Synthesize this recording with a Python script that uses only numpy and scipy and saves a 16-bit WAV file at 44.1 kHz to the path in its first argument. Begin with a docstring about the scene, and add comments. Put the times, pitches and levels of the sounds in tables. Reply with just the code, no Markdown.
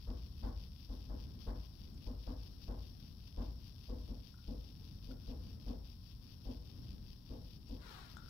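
"""A dense makeup brush is patted on a cheek, close to a phone in a small quiet room.
Each pat is a soft low thump and a hollow note (slowly rising modes) with a puff of bristles (shaped noise).
Near the end the arm drops with a rustle of comb-filtered noise; small clicks of noise and decaying modes
are scattered through the scene, most of them late. The room hums with low noise and wavering sines.
A faint throbbing sizzle of dense random ticks sits right beside the left microphone."""
import sys
import numpy as np
from scipy import signal
from scipy.fft import rfft, irfft, next_fast_len
from scipy.io import wavfile
from scipy.ndimage import map_coordinates

SR = 44100
rng = np.random.default_rng(int(sys.argv[2]) if len(sys.argv) > 2 else 0)


def master_out(mix):
    """Clip the mix to full scale and print it as 16-bit PCM to the path in sys.argv[1]."""
    frames = np.transpose(np.atleast_2d(mix))
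    ceiling = np.clip(frames, -1, 1)
    pcm = np.round(ceiling * 32767).astype(np.int16)
    wavfile.write(sys.argv[1], SR, pcm)


N = 365853


def amp(db):
    """Decibels to gain."""
    return 10 ** (np.asarray(db) / 20)


def unit(x):
    """Scale to rms 1."""
    return x / np.sqrt(np.mean(x ** 2) + 1e-20)


def along(points, hz):
    """Read (Hz, value) points on a log frequency axis."""
    f, v = np.transpose(points)
    return np.interp(np.log(hz + 1), np.log(f + 1), v)


def filtered(x, response):
    """Multiply the spectrum of x by a response of frequency, zero-padded."""
    n = x.shape[-1]
    m = next_fast_len(n + 8192)
    return irfft(rfft(x, m) * response(np.fft.rfftfreq(m, 1 / SR)), m)[..., :n]


def coloured(x, spectrum):
    """Shape x by (Hz, dB) points, then scale to rms 1."""
    return unit(filtered(x, lambda hz: amp(along(spectrum, hz))))


def wobble(knots_per_s):
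    """A smooth random curve through normally distributed knots."""
    knots = rng.standard_normal(int(N * knots_per_s / SR) + 4)
    return map_coordinates(knots, [np.arange(N) * knots_per_s / SR])


def swell(t, rise_s, t60_s, hold_s=0):
    """A soft rise, a hold, then an exponential decay."""
    rise = np.sin(np.pi / 2 * np.clip(t / rise_s, 0, 1)) ** 2
    return rise * amp(-60 * np.maximum(t - rise_s - hold_s, 0) / t60_s)


def add(track, start_s, sound):
    """Mix a sound into a track at a start time."""
    i = max(round(start_s * SR), 0)
    track[..., i:i + sound.shape[-1]] += sound[..., :N - i]


def soft_ring(modes, t, detune, scatter_db):
    """Modes that build up under a soft contact, with random pitch and level offsets on each call."""
    chance = rng.standard_normal((len(modes), 2))
    ring = 0
    for (hz, db, delay_s, rise_s, t60_s), (level, pitch) in zip(modes, chance):
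        since = t - delay_s
        tone = np.sin(2 * np.pi * hz * (1 + detune * pitch) * since)
        ring = ring + amp(db + scatter_db * level) * swell(since, rise_s, t60_s) * tone
    return ring


def reverb(x):
    """The walls' answer: noise decaying at its own rate per frequency, different at each microphone."""
    # Decay of the room. Each row: frequency in Hz, t60 in seconds.
    wall_decay = [(100, 0.29), (500, 0.6), (2000, 0.49), (10000, 0.067)]
    hz, t, z = signal.stft(rng.standard_normal((2, SR // 2)), SR, nperseg=256)
    decay = amp(-60 * t / along(wall_decay, hz)[:, None])
    tail = signal.istft(z * decay, SR, nperseg=256)[1]
    return signal.fftconvolve(x[None], tail / np.linalg.norm(tail[0]), axes=1)[:, :N]


def microphone_noise(level_db=-79):
    """A faint steady coloured hiss, unrelated between the two microphones."""
    # Spectrum of the microphones' own noise. 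Each row: frequency in Hz, relative density in dB per Hz.
    mic_colour = [(300, 5.5), (900, 11), (1400, 5), (3000, -0.5), (6000, -3.5), (8500, 1), (16000, 0.5)]
    return amp(level_db) * coloured(rng.standard_normal((2, N)), mic_colour)


def room_tone(rumble_db=-54.5, drift_db=2.0, waver_db=2):
    """Low rumble of the house, wavering lines of a distant motor, and a drone that holds, then dies away."""
    # Spectrum of the room air. Each row: frequency in Hz, relative density in dB per Hz.
    air_colour = [(15, -18), (28, -11), (46, -7), (70, -4), (88, -4.5), (125, -11.5), (165, -15.5),
                  (230, -15), (300, -23), (450, -32), (850, -42.5), (1300, -47), (3000, -58.5),
                  (16000, -95)]
    # Correlation of the air between microphones. Each row: frequency in Hz, left-right likeness (0 to 1).
    likeness = [(60, 0.92), (150, 0.88), (300, 0.58), (600, 0), (1500, 0.16)]
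    # Motor lines. Each row: frequency in Hz, level in dB before waver and left-right balance.
    hum_lines = [(44, -58.5), (120, -62), (145, -68), (180, -68), (274, -77), (813, -89.5), (1044, -88.5)]
    drone_hz, drone_db, drone_hold_s, drone_t60_s = 69.5, -49.5, 0.34, 6
    t = np.arange(N) / SR

    def mid_side(hz):
        turn = np.arccos(np.clip(along(likeness, hz), -1, 1)) / 2
        return np.array([np.cos(turn), np.sin(turn)])

    mid, side = filtered(coloured(rng.standard_normal((2, N)), air_colour), mid_side)
    air = amp(rumble_db + drift_db * wobble(3.645)) * np.array([mid + side, mid - side])
    hum = np.zeros(N)
    for hz, db in hum_lines:
        level = amp(db + waver_db * wobble(5))
        hum += level * np.sin(2 * np.pi * hz * t + 0.5 * wobble(4.4))
    fade = amp(drone_db - 60 * np.maximum(t - drone_hold_s, 0) / drone_t60_s)
    drone = fade * np.sin(2 * np.pi * drone_hz * t + 0.66 * wobble(5.6))
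    return (air + hum + drone) * amp([[1], [-1.2]])  # left, right


def sizzle(hiss_db=-66.0, fizz_db=-74, crackle_db=-63.0, spit_db=-74.0, whistle_db=-72,
           throb_hz=4.937, throb_offset_s=0.014, throb_lean_rad=0.2, throb_db=7, fizz_throb_db=1.0,
           ticks_per_s=900, spits_per_s=14, smooth=1.0, unrest_db=1, whistle_hz=5470):
    """Tiny dense ticks by the left microphone, likely the phone's lens drive, throbbing over a steadier hiss."""
    # Spectra of hiss, throbbing crackle and top fizz. Each row: frequency in Hz, relative density in dB per Hz.
    hiss_colour = [(400, -13.5), (1300, -11.5), (2300, -22), (3500, -5), (4200, -5.5), (4750, -1.5),
                   (5200, 0), (5480, 2.5), (5850, -8.5), (6400, -25.5), (7600, -37), (9000, -26.5)]
    crackle_colour = [(1500, -18), (2250, -12), (2550, -4), (3600, -1), (4150, -6.5), (4700, 3.5),
                      (5500, -3), (6000, -8.5), (6400, -20.5), (8000, -33), (11000, -28), (12200, -28.5),
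                      (13700, -22), (16000, -27)]
    fizz_colour = [(7500, -56), (9200, -15), (10200, -7.5), (10900, 0.5), (11900, -6), (13000, -2.5),
                   (13700, 3), (14700, -1), (16000, -10.5)]
    phase = 2 * np.pi * throb_hz * (np.arange(N) / SR - throb_offset_s)
    throb = np.cos(phase - throb_lean_rad * np.cos(phase))  # builds slowly, drops faster
    gate = 1 - 2 * ((1 - throb) / 2) ** 1.54  # broad crests, short dips
    unrest = unrest_db * unit(wobble(16) + wobble(55))  # no two swells are alike

    ticks = unit((rng.random(N) < ticks_per_s / SR) * rng.standard_normal(N))
    crackle = coloured(ticks + smooth * rng.standard_normal(N), crackle_colour)
    crackle = crackle * amp(crackle_db + throb_db * (gate - 1.0) + unrest)
    # single ticks stand out, also between the swells
    spits = (rng.random(N) < spits_per_s / SR) * rng.uniform(0.53, 1, N)
    spits = coloured(spits, crackle_colour) * amp(spit_db)

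    hiss = coloured(rng.standard_normal(N) + 0.47 * ticks, hiss_colour)
    hiss = hiss * amp(hiss_db + 1.35 * unrest)
    fizz = coloured(rng.standard_normal(N) + 0.5 * ticks, fizz_colour)
    fizz = fizz * amp(fizz_db + fizz_throb_db * throb + 0.58 * unrest + wobble(200))
    # a narrow resonance sings faintly at the top of the hiss
    pitch_hz = whistle_hz + 45 * wobble(8) + 25 * wobble(400)
    whistle = amp(whistle_db + 2.7 * wobble(60)) * np.sin(2 * np.pi * np.cumsum(pitch_hz) / SR)
    return (crackle + spits + hiss + fizz + whistle) * amp([[0], [-36]])  # left, right


def sleeve(level_db=-54, grain_db=1.0, gap_s=0.00158, opening_s_per_s=0.00407, bounce=0.45):
    """Cloth and hair rub as the arm comes down in one sweep: grainy noise with a moving comb."""
    # Spectrum of the rub. Each row: frequency in Hz, relative density in dB per Hz.
    rub_colour = [(200, -5.5), (600, -11), (1000, -5.5), (1400, -2), (2000, -10), (2800, -13.5),
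                  (4000, -7.5), (6000, -25), (8300, -37.5), (13000, -28.5), (16000, -26)]
    start_s, rise_s, hold_s, t60_s = 7.745, 0.17, 0.091, 0.82
    right_tilt = [(700, -3.5), (1000, -1.5), (1500, -14), (4000, -16), (8500, 11.5), (14000, -5)]  # Hz, dB
    t = np.arange(N) / SR
    sweep = swell(t - start_s, rise_s, t60_s, hold_s)
    rub = coloured(rng.standard_normal((2, N)) * amp(grain_db * wobble(330)), rub_colour)
    # a bounce off the body comes later as the arm moves away, sweeping a comb through the rub
    delay_s = gap_s + opening_s_per_s * np.maximum(t - start_s, 0)
    bounced = np.array([np.interp(t - delay_s, t, side) for side in rub])
    rub = unit(rub + bounce * bounced)
    rub[1] = filtered(rub[1], lambda hz: amp(along(right_tilt, hz)))
    return amp(level_db) * sweep * rub


def clicks(snap_t60_s=0.035, wet_db=-7):
    """Small clicks of the brush handle ticking against the fingers: a noise snap and briefly ringing modes."""
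    # Clicks. Each row: start in seconds, ring level in dB before left-right balance, snap level in dB.
    click_rows = [(1.943, -88, -70), (4.342, -59.5, -78), (4.388, -65, -82), (5.111, -57.5, -88),
                  (7.689, -82, -72), (8.169, -45.5, -64), (8.186, -55, -77), (8.26, -58, -85),
                  (8.283, -57, -85)]
    # Click modes. Each row: frequency in Hz, relative level in dB, t60 in seconds.
    click_modes = [(1360, -6.5, 0.036), (1437, -5, 0.036), (3520, -7, 0.017)]
    snap_colour = [(2000, -5), (7500, 8), (11000, -2), (16000, -13)]  # Hz, dB
    ring, snap = np.zeros(N), np.zeros(N)
    t = np.arange(SR // 4) / SR
    modes = sum(amp(db - 60 * t / t60_s) * np.sin(2 * np.pi * hz * t) for hz, db, t60_s in click_modes)
    for start_s, ring_db, snap_db in click_rows:
        add(ring, start_s, amp(ring_db) * modes)
        crack = coloured(rng.standard_normal(len(t)), snap_colour)
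        add(snap, start_s, amp(snap_db - 60 * t / snap_t60_s) * crack)
    ring_heard = (ring + amp(wet_db) * reverb(ring)) * amp([[4], [-12]])  # left, right
    return ring_heard + snap + amp(wet_db) * reverb(snap)


def pats(puff_db=1, wet_db=-11, side_db=-4, grain_db=0.83):
    """Bristles splay, flesh swings and the cheek sounds hollow; brisk pats are brighter and more sudden."""
    # Pats. Each row: landing time in seconds, strength in dB, briskness (treble lift of the puff) in dB.
    pat_rows = [(0.084, -58, 2), (0.442, -54.5, 5), (0.901, -60.5, -2), (1.106, -59.5, 3.5),
                (1.481, -55, 6), (2.074, -57, -2.5), (2.281, -56, 2), (2.69, -55.5, 0.5),
                (3.384, -53.5, -1), (3.897, -55.5, -5), (4.09, -60.5, -6.5), (4.484, -55.5, -12),
                (5.083, -60.5, -12.5), (5.283, -58, -7), (5.676, -55, -5), (6.465, -56, -6.5),
                (7.308, -58, -6), (7.702, -59.5, -9)]
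    # Low swing of the flesh and the room's late boom, then the hollow of the cheek.
    # Each row: frequency in Hz, relative level in dB, delay in seconds, rise in seconds, t60 in seconds.
    thump_modes = [(47.2, 6.5, 0.0023, 0.028, 0.28), (53.8, -1, 0.0755, 0.053, 0.48),
                   (84.3, -7, .01, 0.034, 0.71)]
    hollow_modes = [(250.5, 1, .034, 0.02, 0.12), (224.4, -6, 0.01788, 0.012, 0.34),
                    (284.2, -16, .02, 0.046, 0.33), (509, -17.5, .03, 0.02, 0.2)]
    # Bristles on skin. Each row: frequency in Hz, relative density in dB per Hz.
    puff_colour = [(60, -0.5), (150, -3.5), (280, 3), (380, -2), (620, -1.5), (720, -8), (1080, -5.5),
                   (1220, -6.5), (1650, -14.5), (2200, -30), (4000, -59), (9000, -44)]
    # A nearby surface colours the way to each microphone. Each row: frequency in Hz, gain in dB.
    left_path = [(330, 4), (390, 5), (440, 1.5), (505, 9), (560, -9.5), (640, 3.5), (800, -5.5),
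                 (1040, 1.5), (1150, -7.5), (1550, -5.5), (2000, -1)]
    right_path = [(280, 5.5), (345, -2.5), (470, 1), (650, -1.5), (790, 4.5), (1000, -7), (1150, -10),
                  (1500, -33), (2000, -6)]
    thump_db, thump_ease_db_per_s = 16.5, 0.7  # the hand presses a little less as it goes on
    hollow_db, hollow_loss = 9.7, 0.41  # dB lost per dB of briskness
    lead_s = 0.02  # the tips touch this long before the pat lands
    puff_rise_s, puff_hold_s, puff_t60_s = 0.02, 0.033, 0.37
    rise_halves_db = 19.5  # this much more briskness halves the puff's rise
    low, note, puff = np.zeros(N), np.zeros(N), np.zeros((2, N))
    t = np.arange(SR // 2) / SR
    for land_s, strength_db, brisk_db in pat_rows:
        touch_s = land_s - lead_s
        thump_gain = amp(strength_db + thump_db - thump_ease_db_per_s * land_s)
        add(low, touch_s, thump_gain * soft_ring(thump_modes, t, detune=0.015, scatter_db=0))
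        hollow_gain = amp(strength_db + hollow_db - hollow_loss * brisk_db)
        add(note, touch_s, hollow_gain * soft_ring(hollow_modes, t, detune=0.014, scatter_db=-0.5))

        rise_s = puff_rise_s * 2 ** (-brisk_db / rise_halves_db)
        contact = swell(t, rise_s, puff_t60_s, puff_hold_s)
        tilt = [(500, 0), (1400, brisk_db), (2200, brisk_db - 2)]
        bristles = coloured(rng.standard_normal((2, len(t))), puff_colour)
        bristles = filtered(bristles, lambda hz: amp(along(tilt, hz)))
        add(puff, touch_s, amp(strength_db + puff_db) * contact * bristles)
    puff = puff * amp(grain_db * wobble(250))  # tufts give way one after another
    # the shorter waves reach the two microphones differently
    side = amp(side_db) * filtered(puff[1], lambda hz: amp(along([(250, -8), (450, 3.5)], hz)))
    heard = puff[0] + np.array([side, -side]) + amp(wet_db) * reverb(puff[0])
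    heard = filtered(heard, lambda hz: amp([along(left_path, hz), along(right_path, hz)]))
    return heard + (low + note) * amp([[1], [-1.3]])  # left, right


def scene():
    """All sources at the two microphones."""
    return microphone_noise() + room_tone() + sizzle() + sleeve() + clicks() + pats()


def record(dry, top_hz=15780):
    """The phone keeps nothing above its band limit."""
    return filtered(dry, lambda hz: hz < top_hz)


dry = scene()
out = record(dry)
master_out(out)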